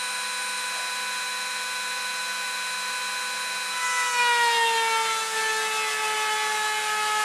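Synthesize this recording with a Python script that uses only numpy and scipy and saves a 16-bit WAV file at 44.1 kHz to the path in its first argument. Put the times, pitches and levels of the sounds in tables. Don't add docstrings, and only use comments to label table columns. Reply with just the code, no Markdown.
import sys
import numpy as np
from scipy import signal
from scipy.fft import rfft, irfft, next_fast_len
from scipy.io import wavfile
from scipy.ndimage import map_coordinates

SR = 44100
rng = np.random.default_rng(int(sys.argv[2]) if len(sys.argv) > 2 else 0)


def waveform_to_disk(signal):
    frames = np.transpose(np.atleast_2d(signal))
    scaled = np.clip(frames, -1, 1) * 32767
    samples = np.round(scaled).astype(np.int16)
    wavfile.write(sys.argv[1], SR, samples)


N = 319284
TIME_S = np.arange(N) / SR
TOUCH_S, LOAD_RISE_S, FULL_LOAD = 3.68, 0.24, 0.9


def amp(db):
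    return 10 ** (np.asarray(db) / 20)


def unit(x):
    return x / np.sqrt(np.mean(x ** 2) + 1e-20)


def automation(points):
    return np.interp(TIME_S, *np.transpose(points))


def wobble(rate):
    coarse = np.linspace(0, N, 4096)
    knots = rng.standard_normal(4096)
    curve = map_coordinates(knots, [coarse * rate / SR], mode="wrap")
    return np.interp(np.arange(N), coarse, curve)


def held(start_s, length_s, attack_s=0.14, release_s=0.17):
    age_s = TIME_S - start_s
    return np.clip(age_s / attack_s, 0, 1) * np.exp(-np.maximum(age_s - length_s, 0) / release_s)


def bumps(rows, x):
    return sum(height * np.exp(-((x - centre) / width) ** 2 / 2) for centre, width, height in rows)


def eq_gain(points, hz):
    freq_hz, level_db = np.transpose(points)
    return amp(np.interp(np.log(hz + 1), np.log(freq_hz + 1), level_db))


def filtered(x, response):
    size = next_fast_len(N + SR // 4)
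    return irfft(rfft(x, size) * response(np.fft.rfftfreq(size, 1 / SR)), size)[..., :N]


def eq(x, points):
    return filtered(x, lambda hz: eq_gain(points, hz))


def reflected(x, strength):
    taps = np.zeros(SR // 20)
    taps[rng.integers(SR // 1000, SR // 40, size=10)] = strength * rng.choice([-1, 1], size=10)
    taps[0] = 1
    return signal.fftconvolve(x, taps / np.linalg.norm(taps))[:N]


def rush(spectrum):
    noise = reflected(rng.standard_normal(N), strength=0.14)
    return unit(eq(noise, spectrum))


def tone(angle, flutter, rate):
    carrier = (1 + flutter * wobble(rate)) * np.cos(angle)
    phase_jitter = flutter * wobble(rate) * np.sin(angle)
    return np.sqrt(2 / (1 + 2 * flutter ** 2)) * (carrier + phase_jitter)


# pitch_hz, level_db
FRAME_HUM = [(100, -77.5), (156, -74), (199.5, -61), (264, -68.5), (399, -67.5), (528, -58.5), (673, -62),
             (801, -54.5), (1100, -51.5)]
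# centre_s, width_s, level_db
FRAME_SCUFF = [(0.808, 0.051, -43.5)]


def frame():
    hum = sum(amp(db) * tone(2 * np.pi * hz * TIME_S, flutter=0.23, rate=18) for hz, db in FRAME_HUM)
    swell = bumps([(centre_s, width_s, amp(db)) for centre_s, width_s, db in FRAME_SCUFF], TIME_S)
    return hum + swell * rush([(300, -52), (540, -16), (700, 4), (820, -3), (1200, -40)])


# freq_hz, relative_db
AIR_EQ = [(25, -38), (60, -47), (130, -26.5), (210, -17), (290, -17.5), (370, -19.5), (550, -10.5),
          (850, -8.5), (1200, -2.5), (1700, 1.5), (2400, -4), (3100, -7.5), (5500, -9), (9000, -7.5),
          (10700, -10.5), (12500, -19.5), (15000, -29)]


def fan_air(angle):
    return amp(-35.0 + 0.054 * wobble(12.0)) * rush(AIR_EQ) * (1 + 0.025 * np.cos(angle))


# time_s, level_db
WHISTLE_FADER = [(0, -39.5), (.6, -40.5), (1.2, -47), (2.4, -52), (3.6, -45), (3.95, -43), (4.5, -51),
                 (7.24, -48)]


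def fan_whistle(angle, blades=18):
    return amp(automation(WHISTLE_FADER)) * tone(blades * angle, flutter=0.2, rate=29)


def whine(partials, angle, load, free_flutter, cut_flutter, swell_db, rate):
    free = np.clip(1 - 1.05 * load * load, 0, 1)
    flutter = free_flutter + (cut_flutter - free_flutter) * np.clip(load, 0, 1)
    running, cutting = np.zeros((2, N))
    for multiple, free_db, cut_db in partials:
        partial = tone(multiple * angle + rng.uniform(0, 2 * np.pi), flutter, rate)
        running += amp(free_db) * partial
        cutting += amp(cut_db + swell_db * wobble(12)) * partial
    return free * running + (1 - free) * load * reflected(cutting, strength=0.21)


# shaft_multiple, free_db, cutting_db
BEARING_PARTIALS = [(1.653, -68, -55), (2.653, -71, -46), (3.347, -48.5, -56), (3.653, -68, -42.5),
                    (4.653, -45, -43.5), (5.306, -49, -46.5), (5.653, -56, -43.5), (5.959, -57.5, -40),
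                    (6.306, -53, -53), (6.612, -57, -60), (6.653, -56, -49), (7.347, -61, -65),
                    (7.53, -49.5, -64), (7.653, -54, -45), (7.77, -58, -45), (7.959, -39.5, -59),
                    (8.306, -45.5, -54), (8.653, -64, -48), (9.306, -57, -46), (10.306, -56, -63),
                    (10.653, -53.5, -58), (11.306, -55.5, -54)]


def bearing_whine(angle, load):
    return whine(BEARING_PARTIALS, angle, load, free_flutter=0.071, cut_flutter=0.8, swell_db=2, rate=18)


# shaft_multiple, free_db, cutting_db
SHAFT_PARTIALS = [(8, -48, -43.5), (9, -61, -45.5), (10, -52, -49), (11, -55, -50), (12, -55, -51),
                  (13, -52, -52), (14, -53, -52), (15, -56, -53), (16, -55, -51), (17, -58, -55),
                  (19, -56, -56), (20, -63, -58), (25, -68, -68)]
# centre_hz, width_hz, boost_db
HOUSING_PEAKS = [(5100, 40, 3), (6810, 45, 2), (7330, 70, 3)]


def shaft_whine(angle, load, effort_db):
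    shaft = whine(SHAFT_PARTIALS, angle, load, free_flutter=0.16, cut_flutter=0.35, swell_db=3, rate=20)
    shaft = filtered(shaft, lambda hz: amp(bumps(HOUSING_PEAKS, hz)))
    plunge = held(start_s=4.12, length_s=0.39)
    sharpness_db = load * (8 * plunge + 0.28 * effort_db)
    return shaft + (amp(sharpness_db) - 1) * eq(shaft, [(4600, 3), (6500, -21)])


# freq_hz, relative_db
RASP_EQ = [(3500, -18), (4500, -35), (5500, -5), (6300, -4.5), (7500, -3.5), (8500, -8), (10000, -11),
           (11500, -14)]
# start_s, length_s, level_db
RASP_CUES = [(3.734, 0.37, -36), (4.797, 0.81, -43)]


def graze(angle, ball_passes_per_turn=2.653):
    squeal_gain = amp(-36) * held(TOUCH_S, length_s=0.39)
    squeal = squeal_gain * tone(ball_passes_per_turn * angle, flutter=0.18, rate=23)
    offsets = [(order * ball_passes_per_turn) % 1 for order in range(3)]
    multiples = [harmonic + offset for harmonic in range(9, 22) for offset in offsets]
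    comb = sum(tone(k * angle + rng.uniform(0, 2 * np.pi), flutter=1.0, rate=30) for k in multiples)
    rubbing = sum(amp(db) * held(start_s, length_s) for start_s, length_s, db in RASP_CUES)
    return squeal + rubbing * unit(eq(comb, RASP_EQ))


# freq_hz, relative_db
CHIP_EQ = [(25, -70), (100, -50), (380, -28), (600, -11), (900, -1.5), (1500, -4), (2300, -3), (3200, -0.5),
           (4500, -3), (7000, -5.5), (10000, -7), (12500, -18), (15000, -33)]


def chips(angle, load, effort_db):
    bursts = unit(np.exp(0.52 * np.cos(angle)))
    return load * amp(-35.5 + 0.11 * effort_db + 1.5 * wobble(20)) * bursts * rush(CHIP_EQ)


# free_db, cutting_db
CHATTER_HARMONICS = [(-52.5, -43.5), (-38, -30), (-38.5, -34.5), (-51, -36.5), (-40.5, -39.5), (-59, -42),
                     (-58, -43.5)]
# centre_hz, width_hz, gain_db
BOARD_RESONANCES = [(438, 6, 8), (461, 8, 4), (501, 4, -9), (878, 20, -3.5), (1336, 5, 6), (1384, 17, -19),
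                    (1711, 6, 3), (1758, 9, 11), (1785, 15, -6), (1890, 18, 5.6), (1982, 9, 8.5),
                    (2306, 17, -20), (2421, 26, 5.6), (2609, 10, 10.5), (2795, 18, 7), (3255, 35, 3),
                    (3451, 43, -18)]
# centre_s, width_s, harmonic, gain_db
CHATTER_LURCHES = [(2.5, .35, 3, 2), (5.8, 0.038, 4, -16), (5.947, 0.032, 2, -15), (6.537, 0.038, 3, -7),
                   (6.803, 0.031, 3, -11), (7.12, 0.19, 3, 4.5)]


def chatter(angle, speed_hz, load, effort_db):
    flutter = 0.079 + 0.036 * load
    free = np.clip(1 - load / FULL_LOAD, 0, 1)
    out = np.zeros(N)
    for k, (free_db, cut_db) in enumerate(CHATTER_HARMONICS, 1):
        lurches = [(s, width_s, db) for s, width_s, harmonic, db in CHATTER_LURCHES if harmonic == k]
        grain_db = 0.5 * k * wobble(24)
        board_db = bumps(BOARD_RESONANCES, k * speed_hz)
        cutting = (TIME_S > TOUCH_S) * amp(cut_db + effort_db + board_db + grain_db)
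        running = np.sqrt(free) * amp(free_db + wobble(1.88) / 2)
        gain = amp(bumps(lurches, TIME_S)) * np.hypot(running, cutting)
        lag = rng.uniform(0, 2 * np.pi) + 0.39 * wobble(3.03)
        out += gain * tone(k * angle - lag, flutter, rate=60)
    return out


# freq_hz, side_db
NOISE_SPREAD = [(250, -70), (450, -51), (700, -48), (1400, -80), (2800, -35), (5600, -16.5), (9500, -7.5),
                (13000, -6.5)]
# freq_hz, side_db
TONE_SPREAD = [(250, -70), (480, -53), (950, -46), (1900, -32.5), (4000, -15.5), (9000, -20)]


def scatter(noise, tones):
    return eq(noise, NOISE_SPREAD) + eq(reflected(tones, strength=1), TONE_SPREAD)


# time_s, speed_hz
SHAFT_SPEED = [(0, 498.7), (2.3, 500.1), (3.7, 499.7), (3.95, 496.7), (4.05, 493.6), (4.15, 489.3),
               (4.6, 462.7), (4.75, 456.1), (5.05, 447.4), (5.5, 438.7), (5.95, 432.4), (6.4, 428.9),
               (6.8, 427.4), (7.24, 426.9)]
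# time_s, effort_db
BIT_EFFORT = [(3.67, -15), (3.85, -2), (4.13, -1), (4.2, 4.5), (4.53, 5.5), (4.95, 5), (5.29, -6),
              (5.37, -1), (5.92, -2.5), (6.05, 0.6), (6.79, -0.4), (7.24, 0.5)]


def scene():
    load = FULL_LOAD * (1 - np.exp(-np.maximum(TIME_S - TOUCH_S, 0) / LOAD_RISE_S))
    effort_db = automation(BIT_EFFORT)
    speed_hz = automation(SHAFT_SPEED) + (0.074 + 0.12 * load) * wobble(14)
    angle = 2 * np.pi * np.cumsum(speed_hz) / SR
    spindle = shaft_whine(angle, load, effort_db) + bearing_whine(angle, load)
    bit = chatter(angle, speed_hz, load, effort_db) + graze(angle)
    tones = spindle + bit + fan_whistle(angle) + frame()
    mid = tones + fan_air(angle) + chips(angle, load, effort_db)
    side_noise = fan_air(angle) + chips(angle, load, effort_db)
    side = scatter(side_noise, tones)
    return np.array([mid + side, mid - side])


def record(dry, top_hz=15250):
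    return filtered(dry, lambda hz: eq_gain([(25, -9), (55, -4), (85, 0)], hz) * (hz < top_hz))


dry = scene()
out = record(dry)
waveform_to_disk(out)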